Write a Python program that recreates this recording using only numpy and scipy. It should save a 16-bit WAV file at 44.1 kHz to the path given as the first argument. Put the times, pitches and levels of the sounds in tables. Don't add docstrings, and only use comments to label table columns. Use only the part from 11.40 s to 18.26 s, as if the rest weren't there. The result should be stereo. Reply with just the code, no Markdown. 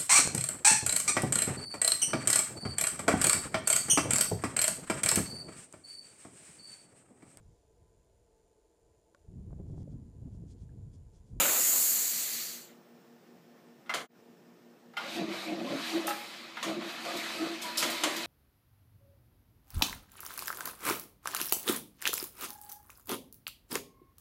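import sys
import numpy as np
from scipy import signal
from scipy.fft import rfft, irfft, next_fast_len
from scipy.io import wavfile
from scipy.ndimage import uniform_filter1d

SR = 44100
rng = np.random.default_rng(int(sys.argv[2]) if len(sys.argv) > 2 else 0)


def wav_record(signal):
    frames = np.transpose(np.atleast_2d(signal))
    bounded = np.clip(frames, -1, 1)
    quanta = np.round(bounded * 32767).astype(np.int16)
    wavfile.write(sys.argv[1], SR, quanta)


N = 302526
T = np.arange(N) / SR


# time in seconds, level of the shrill jet in dB.
REFILL = [(0.0, -29.5), (0.074, -32.5), (0.326, -29.5), (0.478, -30), (0.65, -35.5), (0.864, -39.5),
          (1.0, -42), (1.158, -49.5), (1.246, -61), (1.39, -85)]
# frequency in Hz, relative level in dB per Hz.
JET_COLOUR = [(2940, -42), (5000, -17.5), (6120, -15), (6360, -6.5), (7080, 0), (7860, -4), (8080, -8),
              (8670, -7), (9390, -12), (10000, -12.5), (12200, -5), (14600, -8), (15400, -4.5)]
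RUSH_COLOUR = [(710, -37), (1200, -9.5), (1470, -10.5), (1980, -4.5), (3690, -5.5), (4200, 3.5), (4740, 2),
               (5280, -7), (6000, 2), (7800, -22), (13200, -120)]
RUMBLE_COLOUR = [(35, -43.5), (60, -24), (291, -5.5), (457, -8), (553, -3.5), (811, -7), (884, -8),
                 (1300, -6), (3800, -9), (4940, -39.5), (8360, -120)]
RUSH_DB, RUSH_UNDER_JET_DB = -48.5, -6
# level in dB, fall in seconds.
LAST_TRY = [(-36, 0.39), (-45.5, 3.2)]

# frequency in Hz, relative level in dB per Hz.
SHOP_COLOUR = [(25, -42.5), (100, -13.5), (160, 3), (210, -1), (330, -3.5), (420, -3.5), (700, -8.5),
               (900, -12.5), (1800, -18), (4600, -26), (5400, -22.5), (6000, -27.5), (8000, -30),
               (10000, -36), (13000, -29.5), (15000, -31.5), (15400, -32.5)]
SHOP_DB = -67
# frequency in Hz, level in dB, depth of beating from 0 to 1.
HUM = [(177.6, -81, .3), (237.6, -66.5, .8), (349, -73, 0.2), (463, -75, 0.5), (694.4, -82, 0.5),
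       (1798, -85, .2)]
# beats per second, one loud moment in seconds.
BEAT = (5.15, 1.146)

# start in seconds, level in dB, fall of the clatter in seconds,
# dullness in dB per octave.
CLACKS = [(2.46, -49, 0.22, 5), (2.494, -25, 0.15, -3), (3.535, -45, 0.09, 14), (3.568, -23.5, 0.19, -3.5),
          (5.169, -28.5, 0.11, -0.5)]
# start in seconds, level in dB, fall of the clatter in seconds,
# dullness in dB per octave.
KICKS = [(4.677, -24, 0.13, 0.011), (4.704, -29, 0.15, 0)]
# frequency in Hz, width in Hz, relative level in dB.
PLUNGER = [(795, 8.4, -15.5), (917, 14.3, -16), (1269, 26, -4.5), (1417, 20, -6.5), (2066, 45, 0),
           (2180, 54, -2), (2670, 48, -18), (2750, 25, -14.5), (3130, 38, -15), (3710, 60, -16),
           (4200, 57, -13.5)]
PINION = [(566, 38, -5), (825, 21, 1.5), (1278, 27, 3.5), (1347, 33, -5), (1747, 38, -5.5), (2720, 27, -6)]
# frequency in Hz, relative level in dB per Hz.
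CASE_COLOUR = [(300, -62), (600, -4.5), (1300, 5.5), (3500, -2), (6000, -15.5), (9000, -23.5), (15400, -27)]
# from seconds, to seconds.
HUSH = (2.68, 3.5)
# frequency in Hz, fall in seconds.
WALLS = [(150, 1), (1000, 0.43), (5000, 0.33), (14000, 0.53)]

# start in seconds, level in dB, extra treble in dB, extra bass in dB,
# rise of the body in seconds, fall of the body in seconds.
BLOWS = [(2.5387, -22.5, -7.5, -2.5, 0.0028, 0.18), (3.89, -45, -22, -10, 0.001, 0.12),
         (3.934, -44, -21, 6, 0.001, 0.1695), (4.3007, -41.5, -18, 0, 0.00079, 0.203),
         (5.228, -26, -8, -7, 0.0015, 0.22), (5.411, -38.5, -20.5, 3.5, 0.001, 0.22),
         (5.649, -32.5, -11, -3, 0.00201, 0.11), (5.8327, -36.5, -11.5, -2, 0.0014, 0.18),
         (6.4259, -19, -7, -4.5, 0.0016, 0.14), (6.6353, -17, -6, -6.5, 0.00097, 0.15)]
# frequency in Hz, relative level in dB per Hz.
BODY_COLOUR = [(590, -51), (1000, 1), (2310, -2), (2610, -5.5), (3050, 1.5), (5440, -13), (7000, -11.5),
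               (9100, -37), (15400, -120)]
FIZZ_COLOUR = [(2940, -31), (5000, -1), (5260, -11), (6380, -1), (8770, -7), (9760, -7.5), (15300, -19)]
THUD_COLOUR = [(59, -59), (100, -35), (144, -9), (335, -8), (524, -4.5), (684, -5), (903, -16),
               (1080, -9.5), (1800, -22), (2340, -46), (3960, -120)]

# time in seconds,
# gear teeth per second, whirr level in dB.
STARTER = [(3.56, 400, -69), (3.61, 431, -53.5), (3.76, 746, -46), (3.86, 640, -54.5), (3.94, 570, -48.5),
           (4.06, 710, -48.5), (4.17, 690, -54.5), (4.28, 551, -51.5), (4.5, 773, -44.5),
           (4.58, 650, -47.5), (4.72, 580, -52), (5.03, 602, -54), (5.14, 600, -57.5), (5.29, 680, -48),
           (5.38, 580, -55), (5.5, 667, -48), (5.58, 720, -50), (5.68, 702.6, -47), (5.94, 638, -46),
           (6.08, 690, -48), (6.2, 660, -50.5), (6.27, 637, -47), (6.34, 620, -49.5), (6.41, 620, -44),
           (6.6, 600, -45.5), (6.86, 600, -46)]
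# frequency in Hz, relative level in dB per Hz.
WHIRR_COLOUR = [(410, -17.5), (700, -3.5), (867, -3.5), (1240, -1.5), (1490, -4), (2020, -1), (2380, -0.5),
                (2530, -5.5), (2830, -5.5), (3920, -2.5), (5890, -14.5), (6730, -16.5), (8000, -26),
                (10400, -46), (17600, -120)]
AIR_COLOUR = [(2650, -34), (4500, 0), (5220, -10), (8650, -9), (9490, -16), (11700, -11), (14600, -21.5),
              (15400, -21)]
AIR_DB, AIR_GROWS = -56.5, 1.8
# frequency in Hz, width in Hz, relative level in dB.
WHINE = [(2554, 45, 1.5), (3036, 35, -3), (3945, 55, -5)]
# frequency in Hz, width in Hz, relative level in dB.
HOUSING = [(322, 24, 8), (351, 23, 0)]
CHASSIS = [(158, 42, 1.5), (202.4, 45, 0), (251, 35, -2)]
FLYWHEEL = [(564, 57, 4.5), (699.5, 31, 7.5), (817, 160, -3)]
HOUSING_HZ = 332.8
# start of the hold in seconds, time held in seconds,
# housing level in dB, chassis level in dB, flywheel level in dB, chassis pitch in Hz.
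GROANS = [(3.65, .01, -74, -58, -53.5, 215), (3.79, 0.039, -42, -44, -48, 211.3),
          (3.885, 0.022, -44, -47.5, -54, 199.6), (4.1, 0.035, -41, -46.5, -46.5, 199.6),
          (4.19, .03, -46, -46.5, -51, 215.8), (4.25, .03, -59, -44, -50, 248),
          (4.31, .04, -48, -40, -48, 280), (4.552, 0.032, -38.5, -51, -49.5, 206.1),
          (4.65, .06, -47.5, -57, -50.5, 210), (5.28, 0.049, -44.5, -49, -47, 212),
          (5.37, 0.029, -44, -48.5, -60, 204.9), (5.46, 0.016, -53, -57, -57, 230.5),
          (5.67, 0.085, -64, -60, -50, 229.7), (5.755, 0.0095, -47, -52, -49.5, 227.3),
          (6.01, 0.039, -38.5, -53.5, -49.5, 218.9), (6.111, .02, -46.5, -59, -54.5, 219.3),
          (6.26, 0.013, -61, -58, -59, 226.1), (6.45, 0.041, -45.5, -54, -46.5, 237.7),
          (6.669, 0.016, -37.5, -57, -44.5, 237.6), (6.76, 0.021, -48.5, -60, -67, 229.3)]
SWELL_DB_PER_S, EASE_DB_PER_S = 350, 210
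# housing, chassis, flywheel, each in dB over the whirr.
IDLE_DB = (-11.5, -13, -14)
ROUGH = (.55, .6, .75)

# start in seconds, pitch in Hz, level in dB, fall in seconds.
PINGS = [(4.27, 1042, -37.5, 0.11), (5.22, 1050, -42.5, 0.21), (5.68, 1216, -40.5, 0.18),
         (5.981, 1280, -43, 0.29), (6.24, 970, -41, 0.24), (6.411, 966, -40, 0.21), (6.54, 970, -43, 0.16),
         (6.78, 975, -50, 0.33)]

# start in seconds, level in dB,
# rise of the broad noise in seconds, its fall in seconds, extra level of the shrill edge in dB.
PUFFS = [(4.6693, -31, 0.001, 0.087, -4), (4.6892, -37, 0.00198, 0.13, -4), (4.72, -44.5, 0.03, 1.4, -21),
         (5.7644, -32.5, 0.0079, 0.16, -11.5), (6.2158, -30, 0.0073, 0.18, -12),
         (6.3714, -19, 0.005, 0.24, -25.5), (6.4994, -32, 0.002, 0.16, -10),
         (6.7635, -30.5, 0.002, 0.14, -11.5)]
# frequency in Hz, relative level in dB per Hz.
SPIT_COLOUR = [(1760, -30), (3000, -4), (4100, -1.5), (4390, -3.5), (5000, 2), (6140, -8), (6800, -2.5),
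               (9240, -8), (11700, -8.5), (15300, -14)]
SHRILL_COLOUR = [(3240, -31.5), (5500, -7), (6360, 1), (7080, -5), (7880, -4), (10000, -5.5), (15300, -5.5)]

# time in seconds, gain in dB.
FADE = [(2.56, 7.5), (2.62, 8), (2.66, -1.5), (2.68, -32), (2.695, -6), (2.72, 1), (2.78, 7)]
TOP_HZ = 15400


def amp(db):
    return 10 ** (np.asarray(db) / 20)


def unit(x):
    return x / np.sqrt(np.mean(x ** 2) + 1e-20)


def along(points, hz):
    f, v = np.transpose(points)
    return np.interp(np.log(hz + 1), np.log(f + 1), v)


def curves(rows):
    s, *columns = np.transpose(rows)
    return [np.interp(T, s, column) for column in columns]


def filtered(x, response):
    m = next_fast_len(N + SR // 2)
    return irfft(rfft(x, m) * response(np.fft.rfftfreq(m, 1 / SR)), m)[..., :N]


def resonant(modes):
    def response(f):
        total = 0
        for k, (centre, width, db) in enumerate(modes):
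            ring = 1j * f * width / (centre * centre - f * f + 1j * f * width)
            total = total + (-1) ** k * amp(db) * ring
        return total
    return response


def noise(spectrum, patchy_db):
    z = signal.stft(rng.standard_normal(N), nperseg=512)[2]
    field = uniform_filter1d(rng.standard_normal(z.shape), size=5, axis=0)
    field = uniform_filter1d(field, size=8, axis=1)
    x = signal.istft(z * amp(patchy_db * unit(field)), nperseg=512)[1][:N]
    return unit(filtered(x, lambda hz: amp(along(spectrum, hz))))


def bursts(rows):
    out = np.zeros(N + SR)
    t = T[:SR // 2]
    for s, db, rise, fall in rows:
        shape = (1 - np.exp(-t / max(rise, 1e-4))) * amp(db - 60 * t / fall)
        out[round(s * SR):][:len(t)] += shape
    return out[:N]


def refill():
    jet_db, = curves(REFILL)
    rush = amp(np.minimum(RUSH_DB, jet_db + RUSH_UNDER_JET_DB))
    dying = sum(amp(db - 60 * T / fall) for db, fall in LAST_TRY)
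    rumble = np.minimum(dying, amp(jet_db))
    air = amp(jet_db) * noise(JET_COLOUR, patchy_db=2.0)
    air = air + rush * noise(RUSH_COLOUR, patchy_db=1.2)
    air = air + rumble * noise(RUMBLE_COLOUR, patchy_db=2)
    return air * (T < REFILL[-1][0])


def shop():
    rate, loud = BEAT
    beat = np.cos(2 * np.pi * rate * (T - loud))
    hum = 0
    for hz, db, depth in HUM:
        tone = np.sin(2 * np.pi * (hz * T + rng.random()))
        hum = hum + amp(db) * (1 + depth * beat) * tone
    return amp(SHOP_DB) * noise(SHOP_COLOUR, patchy_db=1.1) + hum


def strikes(events, modes):
    ring, t = np.zeros(N + SR), T[:SR // 4]
    for s, db, _, dull_db in events:
        for hz, width, level in modes:
            tilt_db = dull_db * np.log2(hz / 1300)
            size = amp(db - 8.0 + level - tilt_db + rng.normal(0, 2.1))
            rise = 1 - np.exp(-t / 0.0057)
            swell = rise * np.exp(-np.pi * width * t)
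            ring[round(s * SR):][:len(t)] += size * swell * np.sin(2 * np.pi * (hz * t + rng.random()))
    return ring[:N]


def clacks():
    shape = bursts([(s, db - 16, .001, fall) for s, db, fall, _ in CLACKS + KICKS])
    clatter = shape * noise(CASE_COLOUR, patchy_db=3.5)
    return strikes(CLACKS, PLUNGER) + strikes(KICKS, PINION) + clatter


def walls(x):
    hz, t, z = signal.stft(rng.standard_normal(SR // 2), SR, nperseg=256)
    tail = signal.istft(z * amp(-60 * t / along(WALLS, hz)[:, None]), SR, nperseg=256)[1]
    late = np.pad(x, (300, 0))
    return signal.fftconvolve(late, tail / np.linalg.norm(tail))[:N]


def blows():
    crack = bursts([(s, db - 12.5, .0002, .012) for s, db, *_ in BLOWS])
    body = bursts([(s, db - 15, rise, fall) for s, db, _, _, rise, fall in BLOWS])
    fizz = bursts([(s, db + treble - 10.5, rise, 0.57 * fall) for s, db, treble, _, rise, fall in BLOWS])
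    thud = bursts([(s, db + bass - 14.0, 3 * rise, 1.45 * fall) for s, db, _, bass, rise, fall in BLOWS])
    sound = (crack + body) * noise(BODY_COLOUR, patchy_db=0.0)
    sound = sound + fizz * noise(FIZZ_COLOUR, patchy_db=0.5)
    return sound + thud * noise(THUD_COLOUR, patchy_db=3.5)


def rattle(per_s, spread_db):
    knocks = rng.random(N) < per_s / SR
    return knocks * rng.choice([-1, 1], N) * amp(spread_db * rng.standard_normal(N))


def wavering(hz, scatter):
    wander = scatter * uniform_filter1d(rng.standard_normal(N), size=200)
    return np.cumsum(2 * np.pi * hz / SR + wander)


def groans():
    loads = np.zeros((3, N))
    for s, held, *levels_db, _ in GROANS:
        before, after = np.maximum(s - T, 0), np.maximum(T - s - held, 0)
        shape_db = -SWELL_DB_PER_S * before - EASE_DB_PER_S * after
        loads = np.maximum(loads, amp(np.array(levels_db))[:, None] * amp(shape_db))
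    return loads


def shaken(part):
    def response(f):
        bass_cut = (1j * f / (90 + 1j * f)) ** 4
        return resonant(part)(f) * resonant([(420, 350, 0)])(f) * bass_cut
    return unit(filtered(rattle(per_s=500, spread_db=3.5), response))


def cranking():
    teeth_hz, whirr_db = curves(STARTER)
    chassis_hz, = curves([(s + held / 2, hz) for s, held, *_, hz in GROANS])
    parts, pitches = (HOUSING, CHASSIS, FLYWHEEL), (HOUSING_HZ, chassis_hz, teeth_hz)
    growl = 0
    for load, idle_db, share, part, hz in zip(groans(), IDLE_DB, ROUGH, parts, pitches):
        tone = np.sin(wavering(hz, scatter=.047))
        level = np.hypot(load, amp(whirr_db + idle_db))
        growl = growl + level * unit(tone + share * shaken(part))
    chatter = unit(filtered(rattle(per_s=310, spread_db=3.5), resonant(WHINE)))
    whirr = amp(whirr_db) * unit(noise(WHIRR_COLOUR, patchy_db=2.0) + 0.36 * chatter)
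    air_db = AIR_DB + AIR_GROWS * (whirr_db + 47)
    air = amp(air_db) * noise(AIR_COLOUR, patchy_db=1.2)
    return (whirr + air + growl) * (T > STARTER[0][0])


def pings():
    s, hz = np.transpose(PINGS)[:2]
    latest = np.clip(np.searchsorted(s, T) - 1, 0, None)
    shape = bursts([(s, db, .008, fall) for s, _, db, fall in PINGS])
    return shape * np.sin(wavering(hz[latest], scatter=0.0288))


def puffs():
    broad = bursts([(s, db - 12.5, rise, fall) for s, db, rise, fall, _ in PUFFS])
    edge = bursts([(s, db + shrill, .5 * rise, .5 * fall) for s, db, rise, fall, shrill in PUFFS])
    return broad * noise(SPIT_COLOUR, patchy_db=2) + edge * noise(SHRILL_COLOUR, patchy_db=5.0)


def scene():
    hits = clacks() + blows() + pings() + puffs()
    outside_hush = (T < HUSH[0]) | (T > HUSH[1])
    heard = (hits + amp(-4.5) * walls(hits)) * outside_hush
    mono = refill() + shop() + heard + cranking()
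    return np.array([mono, mono])


def record(dry):
    gain_db, = curves(FADE)

    def response(hz):
        bass_cut = (1j * hz / (110 + 1j * hz)) ** 2
        return bass_cut * (hz < TOP_HZ)
    return filtered(dry * amp(gain_db), response)


dry = scene()
out = record(dry)
wav_record(out)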